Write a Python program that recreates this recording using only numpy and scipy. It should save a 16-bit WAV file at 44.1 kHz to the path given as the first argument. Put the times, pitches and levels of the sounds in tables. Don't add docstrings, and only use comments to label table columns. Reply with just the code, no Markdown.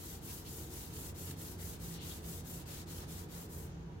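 import sys
import numpy as np
from scipy.fft import rfft, irfft
from scipy.io import wavfile

SR = 44100
rng = np.random.default_rng(int(sys.argv[2]) if len(sys.argv) > 2 else 0)


def to_wav(sig):
    pcm = np.clip(np.atleast_2d(sig), -1, 1) * 32767
    pcm = np.round(pcm).astype(np.int16)
    wavfile.write(sys.argv[1], SR, pcm.T)


N = 176400
TIME, FREQ = np.arange(N) / SR, np.maximum(np.fft.rfftfreq(N, 1 / SR), 1)
SIDES = np.array([[1], [-1]])

# (start [s], hiss [dB], rasp [dB], fastest point [0-1], speed at the opening turn [0-1])
PAD_STROKES = [(-.02, -50, -58, 0.43, 0.54), (.203, -49, -58.5, 0.46, 0.1), (0.435, -49, -57.5, 0.51, 0.27),
               (.687, -49.5, -57.5, 0.42, 0.3), (0.909, -48.5, -57.5, 0.49, 0.34),
               (1.137, -48.5, -57, 0.47, .06), (1.356, -49.5, -58, 0.43, 0.14),
               (1.572, -49, -58.5, 0.37, 0.13), (1.787, -49, -56, 0.38, 0.11),
               (1.996, -50.5, -55, 0.44, 0.12), (2.213, -48.5, -57, 0.51, 0.17),
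               (2.431, -50.5, -59.5, 0.43, 0.13), (2.65, -51.5, -55, 0.37, 0), (2.854, -52, -57, 0.52, 0),
               (3.064, -52, -57.5, 0.36, 0.14), (3.275, -52.5, -59.5, 0.58, 0.08),
               (3.481, -53, -63, 0.35, 0.18)]
# (frequency [Hz], relative level [dB])
FIBRE_COLOUR = [(1500, -41), (3500, -34.5), (5200, -7.5), (6300, -3), (7500, -0.5), (9000, -2.5),
                (11000, -0.5), (13000, 1), (15700, -1.5)]
WAX_COLOUR = [(700, -5.5), (1500, -4), (2300, -5), (3100, -1), (4400, 0), (5400, -2), (7000, -4),
              (9000, -6), (15000, -21)]
SKI_COLOUR = [(60, -12), (130, -0.5), (250, 1.5), (420, -1), (600, -6.5), (1000, -13.5), (2000, -16.5),
              (5000, -37)]
# (time [s], half length [s], level [dB], centre [Hz], width [octaves])
WAX_CATCHES = [(0.303, 0.023, -53, 1600, 2.7), (.47, 0.017, -57.5, 3600, 0.66),
               (.775, 0.0093, -61, 1720, 0.94), (1.298, 0.031, -60, 2400, 1.2),
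               (1.31, 0.00084, -49, 6000, 1.6), (1.313, .002, -51, 7000, 1.8),
               (1.636, .035, -64.5, 1920, 0.37), (1.965, 0.015, -59, 3400, 1.2),
               (2.02, 0.026, -54.5, 3250, 0.4), (2.116, 0.015, -55.5, 3420, 0.19),
               (2.724, 0.054, -61.5, 1600, 1.8), (3.029, 0.024, -57.5, 1600, 1.6),
               (3.378, 0.022, -62.5, 1090, .8)]
# (frequency [Hz], relative level [dB])
RUSTLE_COLOUR = [(1500, -10), (2400, -4), (3100, 0), (4200, -2), (5000, -4), (6000, 0), (6900, -1),
                 (8000, -15), (15000, -22)]
# (time [s], level [dB])
RUSTLE_FADE = [(3.6, -78), (3.7, -67), (3.8, -70.5), (3.9, -73.5), (4, -76)]
# (frequency [Hz], relative level [dB])
RUMBLE_COLOUR = [(25, -29), (36, -35), (50, -9), (75, 3), (115, -5), (170, -3), (250, -14.5), (420, -11),
                 (600, -20.5), (790, -16), (1000, -21.5), (1500, -23), (2200, -28)]
# (centre [Hz], half width [Hz], level [dB])
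ROOM_RESONANCES = [(61.5, 15, -55.5), (89.7, 9.6, -54), (136.9, 10.3, -58), (211.5, 12.3, -62.5),
                   (256.3, 8, -64.5), (305.3, 19, -64.5), (328, 13.5, -64), (363, 7.6, -65),
                   (434.2, 2.4, -68), (467.7, 19, -67.5), (551.5, 5.3, -76), (956, 11.4, -72)]
# (time [s], level [dB])
HUM_LEVEL = [(0, -70), (1.4, -56.5), (1.65, -52), (2.05, -50.5), (2.8, -56.5), (3.3, -50), (3.55, -59),
             (3.9, -54.5)]
# (frequency [Hz], left minus right [dB])
PAD_IMAGE = [(500, -3.5), (2000, 1.5), (3300, 0.5), (5000, 2), (6500, 6.5), (8700, -1), (11000, 2),
             (15000, 4.5)]
ROOM_IMAGE = [(100, -0.9), (270, -.5), (450, -0.5), (1500, -1.8), (4500, 4), (6500, -3), (8500, 1),
              (15000, 0)]
# (frequency [Hz], correlation [-1 to 1])
MIC_CORRELATION = [(60, 0.93), (120, 0.99), (240, 0.95), (480, 0.57), (950, 0.051), (1900, -0.21),
                   (3800, -0.1), (15000, 0.04)]

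LIFT_S, LIFT_FADE_S = 3.692, 0.033
GRIP = 1.44
HISS_POWER, RASP_POWER, SKI_POWER = 1.47, 0.67, 0.27
SKI_DB, SKI_START_DB, SKI_FULL_S = -57, -6.5, 1.1
ECHO_FIRST_S, ECHO_SPAN_S, ECHO_TRAVEL_S, ECHO_WANDER_S = 0.000581, 0.006, 0.000297, 0.00008
ECHO_DB, SWING_DB = -4, 1.1
RUMBLE_DB, RUMBLE_TOP_HZ = -52.5, 2600
MIC_HISS_DB, CUTOFF_HZ = -79, 15900


def rubbing():
    speed, place, hiss_gain, rasp_gain = hand()
    friction = np.tanh(GRIP * speed) / np.tanh(GRIP)
    hiss = hiss_gain * friction ** HISS_POWER * fibre_hiss()
    rasp = rasp_gain * friction ** RASP_POWER * wax_rasp()
    ski = friction ** SKI_POWER * ski_body()
    pressure = from_db(0.67 * drift(hz=36))
    contact = (hiss + rasp) * pressure + wax_catches()
    return bench_reflections(contact, place) + ski


def hand():
    start, hiss_db, rasp_db, fastest, turn_speed = np.transpose(PAD_STROKES)
    edges = np.append(start, LIFT_S)
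    peaks = start + fastest * np.diff(edges)
    knots = np.sort(np.append(edges, peaks))
    angle = np.interp(TIME, knots, np.arange(len(knots)) * np.pi / 2)
    lift_fade = np.exp(-np.maximum(TIME - LIFT_S, 0) / LIFT_FADE_S)
    speed = np.hypot(np.sin(angle), np.interp(TIME, start, turn_speed) * np.cos(angle)) * lift_fade
    hiss_gain = from_db(np.interp(TIME, peaks, hiss_db))
    rasp_gain = from_db(np.interp(TIME, peaks, rasp_db))
    return speed, -np.cos(angle), hiss_gain, rasp_gain


def fibre_hiss():
    return coloured(stereo_noise(PAD_IMAGE), from_db(over_hz(FIBRE_COLOUR)))


def wax_rasp():
    grit = stereo_noise(PAD_IMAGE, rough_db=1.4)
    colour = from_db(over_hz(WAX_COLOUR))
    rasp = 0
    for hz in np.geomspace(900, 12000, num=8):
        band = bell(hz, octaves=0.3) * colour
        patchiness = from_db(1.25 * drift(hz=31))
        rasp += np.sqrt(np.mean(band ** 2)) * patchiness * coloured(grit, band)
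    return rms_one(rasp)


def ski_body():
    level = from_db(SKI_DB + SKI_START_DB * np.maximum(1 - TIME / SKI_FULL_S, 0))
    return level * coloured(stereo_noise(PAD_IMAGE), from_db(over_hz(SKI_COLOUR)))


def wax_catches():
    grit = stereo_noise(PAD_IMAGE, rough_db=2.0)
    snags = 0
    for time_s, half_length_s, db, hz, octaves in WAX_CATCHES:
        swell = gaussian((TIME - time_s) / half_length_s)
        snags += from_db(db) * swell * coloured(grit, bell(hz, octaves))
    return snags


def bench_reflections(direct, place):
    echoes = np.zeros((2, N))
    for k, (path, slant) in enumerate(rng.random((16, 2))):
        channel, polarity = k % 2, (-1) ** (k // 2)
        travel = ECHO_TRAVEL_S * (2 * slant - 1) * place
        delay = ECHO_FIRST_S + ECHO_SPAN_S * path + travel + ECHO_WANDER_S * drift(hz=1.7)
        echoes[channel] += polarity * np.interp(TIME - delay, TIME, direct[channel])
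    pan = from_db(SIDES * place * SWING_DB / 2)
    return (direct + from_db(ECHO_DB) * echoes / np.sqrt(8)) * pan


def lift_off():
    level = gain_over_time(RUSTLE_FADE) * (TIME > RUSTLE_FADE[0][0])
    return level * coloured(stereo_noise(PAD_IMAGE, rough_db=1.7), from_db(over_hz(RUSTLE_COLOUR)))


def room_tone():
    roll_off = np.hypot(1, (FREQ / RUMBLE_TOP_HZ) ** 2)
    rumble = from_db(RUMBLE_DB) * rms_one(from_db(over_hz(RUMBLE_COLOUR)) / roll_off)
    mode_power = sum((from_db(db) * resonance(hz, width)) ** 2 for hz, width, db in ROOM_RESONANCES)
    power = rumble ** 2 + mode_power + from_db(MIC_HISS_DB) ** 2
    return np.sqrt(power.mean()) * coloured(stereo_noise(ROOM_IMAGE), np.sqrt(power))


def hum():
    band = resonance(hz=166.5, half_width_hz=5.4)
    return gain_over_time(HUM_LEVEL) * coloured(stereo_noise(ROOM_IMAGE), band)


def stereo_noise(image, rough_db=0):
    grain = from_db(rough_db * drift(hz=350))
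    mid, side = rfft(rng.standard_normal((2, N)) * grain)
    alike = over_hz(MIC_CORRELATION)
    pair = np.sqrt(1 + alike) * mid + np.sqrt(1 - alike) * side * SIDES
    return pair * from_db(SIDES * over_hz(image) / 2)


def coloured(spectrum, gain):
    return rms_one(irfft(spectrum * gain, N))


def drift(hz, step=20):
    white = rng.standard_normal(N // step)
    rates = np.fft.rfftfreq(len(white), step / SR)
    slow = irfft(rfft(white) / (1 + (rates / hz) ** 2))
    return np.interp(TIME, np.arange(len(slow)) * step / SR, rms_one(slow))


def resonance(hz, half_width_hz):
    return rms_one(1 / (1 + ((FREQ - hz) / half_width_hz) ** 2))


def bell(hz, octaves):
    return gaussian(np.log2(FREQ / hz) / octaves)


def gaussian(x):
    return np.exp(-0.5 * np.minimum(x ** 2, 36))


def over_hz(points):
    hz, value = np.transpose(points)
    return np.interp(np.log(FREQ), np.log(hz), value)


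def gain_over_time(points):
    return from_db(np.interp(TIME, *np.transpose(points)))


def from_db(db):
    return 10 ** (np.asarray(db) / 20)


def rms_one(x):
    return x / np.sqrt(np.mean(x ** 2) + 1e-20)


def scene():
    return rubbing() + lift_off() + room_tone() + hum()


def record(dry):
    passband = np.clip((CUTOFF_HZ - FREQ) / 150 + 0.5, 0, 1)
    return irfft(rfft(dry) * passband, N)


dry = scene()
out = record(dry)
to_wav(out)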